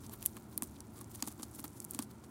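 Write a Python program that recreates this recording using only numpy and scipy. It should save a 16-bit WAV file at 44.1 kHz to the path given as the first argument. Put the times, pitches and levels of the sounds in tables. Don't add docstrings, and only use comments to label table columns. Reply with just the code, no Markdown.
import sys
import numpy as np
from scipy import signal
from scipy.fft import rfft, irfft, next_fast_len
from scipy.io import wavfile
from scipy.ndimage import map_coordinates

SR = 44100
rng = np.random.default_rng(int(sys.argv[2]) if len(sys.argv) > 2 else 0)


def unload_wav(signal):
    wavfile.write(
        sys.argv[1],
        SR,
        np.round(np.clip(np.atleast_2d(signal).T, -1, 1) * 32767).astype(np.int16),
    )


N = 101429
T = np.arange(N) / SR

# loudest_s, rise_s, fall_s, level_db, pitch_hz, through_cob_db
TOOTH_STROKES = [(0.044, 0.048, 0.059, -59.5, 9000, -7), (0.12, 0.0025, 0.0099, -50, 7960, -5),
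                 (0.14, 0.038, 0.017, -50, 12800, -6), (.226, 0.051, 0.048, -53.5, 11500, -5.5),
                 (0.258, 0.012, 0.032, -44, 10400, -22), (0.373, 0.023, 0.022, -59.5, 10100, 7.5),
                 (0.528, 0.024, 0.038, -60, 9500, -8), (.634, 0.012, 0.019, -42.5, 9700, -15),
                 (0.673, 0.0081, 0.014, -55.5, 9000, -23), (0.766, 0.043, 0.01, -65, 5100, -7),
                 (.978, 0.054, 0.037, -55.5, 9900, -6), (1.013, .01, 0.015, -50, 11100, -6),
                 (1.116, 0.018, 0.014, -53, 9400, -25), (1.153, 0.017, .012, -46, 9800, -15),
                 (1.205, 0.089, 0.034, -57.5, 9500, -4.5), (1.238, 0.0088, 0.066, -54, 8400, -5),
                 (1.276, 0.0096, 0.03, -43, 9100, -11.5), (1.315, 0.034, 0.025, -55.5, 9400, -4),
                 (1.396, 0.0093, 0.092, -60, 9500, 3.5), (1.431, 0.0033, 0.012, -39.5, 9200, -16),
                 (1.549, 0.018, 0.046, -51.5, 10300, -14.5), (1.593, 0.014, 0.02, -48, 9900, -9),
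                 (1.645, 0.0071, 0.018, -42, 10100, -8), (1.77, 0.04, 0.048, -56, 10900, -19),
                 (1.821, 0.013, 0.021, -52.5, 11200, -17), (1.909, 0.031, 0.029, -53, 10900, -39),
                 (1.943, 0.03, 0.062, -52, 9550, -6), (1.995, 0.011, 0.031, -51, 9400, 3),
                 (2.025, 0.012, 0.021, -43.5, 8900, -12.5), (2.11, 0.016, 0.017, -57.5, 9400, 1.5),
                 (2.241, 0.0091, 0.017, -58.5, 8800, 5.5)]
# pitch_hz, gain_db
COB_TONE = [(150, -42), (280, 10.5), (480, 9), (800, -4), (1100, 9.5), (1600, -2.5), (2800, -11.5),
            (4300, -8.5), (7000, -33), (16000, -85)]

def scrapes():
    out, t = np.zeros(N), np.arange(-SR // 10, SR // 10) / SR
    for loudest_s, rise_s, fall_s, level_db, pitch_hz, through_cob_db in TOOTH_STROKES:
        force = amp(level_db - 20 * np.maximum(-t / rise_s, t / fall_s))
        pops = 0.65 * tiny_breaks(per_s=300, spread_db=1.5, size=len(t))
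        crackle = tiny_breaks(per_s=3000, spread_db=4, size=len(t))
        rubbing = 0.23 * rng.standard_normal(len(t))
        grit = unit(pops + crackle + rubbing)
        direct = brittle(grit, pitch_hz, octaves=0.73)
        cob = unit(filtered(grit, lambda hz: tone_curve(COB_TONE, hz)))
        add(out, loudest_s + t[0], force * (direct + amp(through_cob_db) * cob))
    return out


# start_s, level_db, pitch_hz, splinter_db (compared with the tick)
HARD_SNAPS = [(0.0646, -34.5, 8050, -18), (0.096, -34, 9200, -27), (0.132, -32, 13000, -25),
              (.135, -29, 13100, -27), (0.1388, -31, 13400, -29), (0.2272, -30, 12100, -5.5),
              (0.2552, -30, 12800, 1), (0.2608, -6, 10670, -17), (0.2663, -20, 12000, -15.5),
              (0.3678, -37, 10100, -6.5), (0.5777, -11.5, 11340, -17.5), (0.6231, -13.5, 9600, -25),
              (0.633, -24, 9800, -28), (0.8054, -30, 8600, -15), (0.99, -33.5, 9500, -21),
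              (1.013, -39, 12100, -23), (1.0441, -38.5, 8000, -13.5), (1.1573, -32.5, 8500, -10),
              (1.2245, -20, 8000, -5.5), (1.2556, -36, 9500, -24), (1.2676, -31, 8750, -20),
              (1.2755, -28, 9100, -11), (1.2837, -25, 8900, -21), (1.3248, -34, 9300, -24),
              (1.4228, -30, 9450, -26), (1.549, -35, 11100, -24), (1.559, -37, 9600, -28),
              (1.5965, -29, 10300, -25), (1.603, -29.5, 9800, -20), (1.6422, -27.5, 12700, -11),
              (1.6796, -36, 8000, -11), (1.8026, -21.5, 9100, -20), (1.8442, -34, 10100, -6),
              (1.849, -22, 9800, -24), (1.91, -18, 10600, -26), (1.936, -31, 9600, -18),
              (1.9477, -21.5, 9500, -19), (1.9906, -25, 9700, -3.5), (2.0037, -38, 9500, -16)]

def snaps():
    out, t = np.zeros(N), np.arange(-64, 1024) / SR
    tick_width_s, splinter_fade_s = 0.00009, 0.0095
    for start_s, level_db, pitch_hz, splinter_db in HARD_SNAPS:
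        tick = np.exp(-(t / tick_width_s) ** 2) * np.cos(2 * np.pi * pitch_hz * t)
        tick = filtered(tick, lambda hz: 1 - 1 / (1 + (hz / (0.47 * pitch_hz)) ** 3.2))
        splinters = brittle(rng.standard_normal(len(t)), pitch_hz, octaves=0.52)
        splinters *= (t > 0) * amp(-60 * np.abs(t) / splinter_fade_s)
        add(out, start_s + t[0], amp(level_db) * (tick + amp(splinter_db) * splinters))
    return out


# start_s, thump_db, knock_db, crack_db, crack_pitch_hz, crack_width_octaves
FIRM_BITES = [(0.0667, -67, -62, -52.5, 4940, 0.56), (0.095, -57, -43, -50.5, 4130, 0.68),
              (0.226, -72, -71, -42, 3000, 0.63), (0.2611, -64, -70, -35, 2840, 0.33),
              (0.368, -46, -56, -41.5, 2200, 0.66), (0.5778, -51, -46, -34.5, 4260, 0.2),
              (.623, -35.5, -32.5, -35, 2300, 0.76), (0.8056, -68, -64, -36, 5280, 0.13),
              (1.016, -43, -47, -74, 4200, .4), (1.2248, -35.5, -32, -32, 4400, 1.6),
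              (1.276, -38, -33.5, -53, 4500, 0.99), (1.396, -41.5, -53, -68, 4000, 0.52),
              (1.4303, -40, -37.5, -39.5, 4250, 0.32), (1.594, -40.5, -49, -52, 4300, 0.66),
              (1.642, -38, -36, -41.5, 4130, 0.34), (1.679, -52, -68, -51, 4780, .25),
              (1.948, -39.5, -43, -42, 4000, 0.75), (1.9903, -30, -29.5, -30.5, 3200, .6)]
# pitch_hz, gain_db, fade_s (time to drop 60 dB)
THUMP_NOTES = [(228.3, 2.5, 0.057), (293.4, 6.5, 0.044)]
KNOCK_NOTES = [(665, -8.5, 0.015), (880, -4.5, 0.016), (1133, -4.5, 0.015)]
CRACK_NOTES = [(1670, -3, 0.0078), (2530, -3.5, 0.0062), (3350, -2, 0.0065), (4000, -3.5, 0.0059),
               (4590, 0.5, 0.0059), (5800, -2, 0.0059), (6800, 9, 0.0071)]

def bites():
    out, t = np.zeros(N), np.arange(SR // 10) / SR
    crack_rise_s, thump_rise_s, fibre_fade_s = 0.0001, 0.0067, 0.013
    for start_s, thump_db, knock_db, crack_db, pitch_hz, octaves in FIRM_BITES:
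        fibres = unit(filtered(rng.standard_normal(len(t)), lambda hz: band(hz, pitch_hz, octaves)))
        fibres *= amp(-28 - 60 * t / fibre_fade_s)
        stirred = [(hz, db + 20 * np.log10(band(hz, pitch_hz, octaves) + 1e-20), fade_s)
                   for hz, db, fade_s in CRACK_NOTES]
        crack = (ring(stirred, t) + fibres) * (1 - np.exp(-t / crack_rise_s))
        thump = ring(THUMP_NOTES, t) * (1 - np.exp(-t / thump_rise_s))
        knock = ring(KNOCK_NOTES, t)
        add(out, start_s, amp(crack_db) * crack + amp(knock_db) * knock - amp(thump_db) * thump)
    return out


def ring(notes, t):
    out = np.zeros(len(t))
    for k, (pitch_hz, gain_db, fade_s) in enumerate(notes):
        shifted_hz = pitch_hz * (1 + rng.normal(0, 0.03))
        direction = (-1) ** k
        out += direction * amp(gain_db - 60 * t / fade_s) * np.sin(2 * np.pi * shifted_hz * t)
    return out


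def tiny_breaks(per_s, spread_db, size):
    t = np.arange(96) / SR
    low_hz, high_hz, decay_s = 2000, 16000, 0.00016
    chance, pitch, luck, phase = rng.random((4, size))
    starts = np.flatnonzero(chance < per_s / SR)[:, None]
    hz = low_hz + pitch[starts] * (high_hz - low_hz)
    strength = amp(spread_db * np.minimum(-np.log(luck[starts]), 4))
    pings = strength * np.sin(2 * np.pi * (hz * t + phase[starts])) * np.exp(-t / decay_s)
    positions = starts + np.arange(len(t))
    return unit(np.bincount(positions.ravel(), pings.ravel(), size)[:size])


# pitch_hz, gain_db
BRITTLE_TONE = [(300, -32), (1500, 1), (3000, 5.5), (5000, -0.5), (8000, 0.5), (11300, 0.5), (12700, -2.5),
                (14000, 2), (16000, 1.5)]

def brittle(x, pitch_hz, octaves):
    return unit(filtered(x, lambda hz: tone_curve(BRITTLE_TONE, hz) * (0.12 + band(hz, pitch_hz, octaves))))


# time_s, level_db
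RUSTLE_LEVELS = [(0, -67), (.3, -63), (.45, -68), (.7, -66.5), (.86, -69.5), (1.15, -67.5), (1.6, -63),
                 (2.0, -70), (2.1, -72), (2.3, -70)]

def rustle():
    crumbs = tiny_breaks(per_s=2200, spread_db=4.5, size=N)
    return level_curve(RUSTLE_LEVELS) * brittle(crumbs, pitch_hz=9250, octaves=0.73)


def room_echo(x):
    t = np.arange(SR // 4) / SR
    echo_db, fade_s = -20.5, 0.037
    tail = rng.standard_normal(len(t)) * amp(-60 * t / fade_s)
    return x + amp(echo_db) * signal.fftconvolve(x, tail / np.linalg.norm(tail))[:N]


# pitch_hz, gain_db
ROOM_NOISE = [(15, -39), (25, -28), (84, 0.5), (161, -5), (217, -2), (277, -5), (344, -4.5), (416, -12.5),
              (489, -19), (936, -17), (1100, -22), (1400, -23.5), (1790, -30.5), (2350, -31), (2550, -35.5),
              (3520, -36), (4870, -38), (7920, -39.5), (16000, -43.5)]
# time_s, gain_db
RUMBLE_SWELLS = [(0, 4.5), (.3, 7.5), (.42, -16), (.56, -1), (1.0, 1), (1.6, 0.5), (1.8, -9), (2.3, -6)]
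# pitch_hz, level_db
HUM_NOTES = [(77, -68.5), (114, -63), (221, -64), (1373, -80)]

def room_background():
    noise_db, rumble_hz = -53.5, 103
    noise = amp(noise_db) * unit(filtered(rng.standard_normal(N), lambda hz: tone_curve(ROOM_NOISE, hz)))
    rumble = filtered(noise, lambda hz: np.exp(-(hz / rumble_hz) ** 2))
    out = noise - rumble + rumble * level_curve(RUMBLE_SWELLS)
    for pitch_hz, level_db in HUM_NOTES:
        drift = map_coordinates(rng.standard_normal(32), [T * 6], mode="mirror")
        out += amp(level_db) * np.sqrt(2) * np.sin(2 * np.pi * pitch_hz * T + 0.65 * drift)
    return out


def amp(db):
    return 10 ** (np.asarray(db) / 20)


def unit(x):
    return x / np.sqrt(np.mean(x ** 2) + 1e-20)


def level_curve(points):
    return amp(np.interp(T, *np.transpose(points)))


def tone_curve(points, hz):
    pitch_hz, db = np.transpose(points)
    return amp(np.interp(np.log(hz + 1), np.log(pitch_hz + 1), db))


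def band(hz, centre_hz, octaves):
    return np.exp(-0.5 * (np.log2((hz + 1) / centre_hz) / octaves) ** 2)


def filtered(x, gain):
    size = next_fast_len(len(x) + 4096)
    return irfft(rfft(x, size) * gain(np.fft.rfftfreq(size, 1 / SR)), size)[:len(x)]


def add(track, start_s, x):
    i = round(start_s * SR)
    x = x[max(-i, 0):]
    part = track[max(i, 0):][:len(x)]
    part += x[:len(part)]


def scene():
    squirrel = snaps() + bites() + scrapes() + rustle()
    return (room_echo(squirrel) + room_background())[None]


def record(dry):
    top_hz, edge_hz = 16100, 800
    return np.array([filtered(x, lambda hz: np.clip((top_hz - hz) / edge_hz + 0.5, 0, 1)) for x in dry])


dry = scene()
out = record(dry)
unload_wav(out)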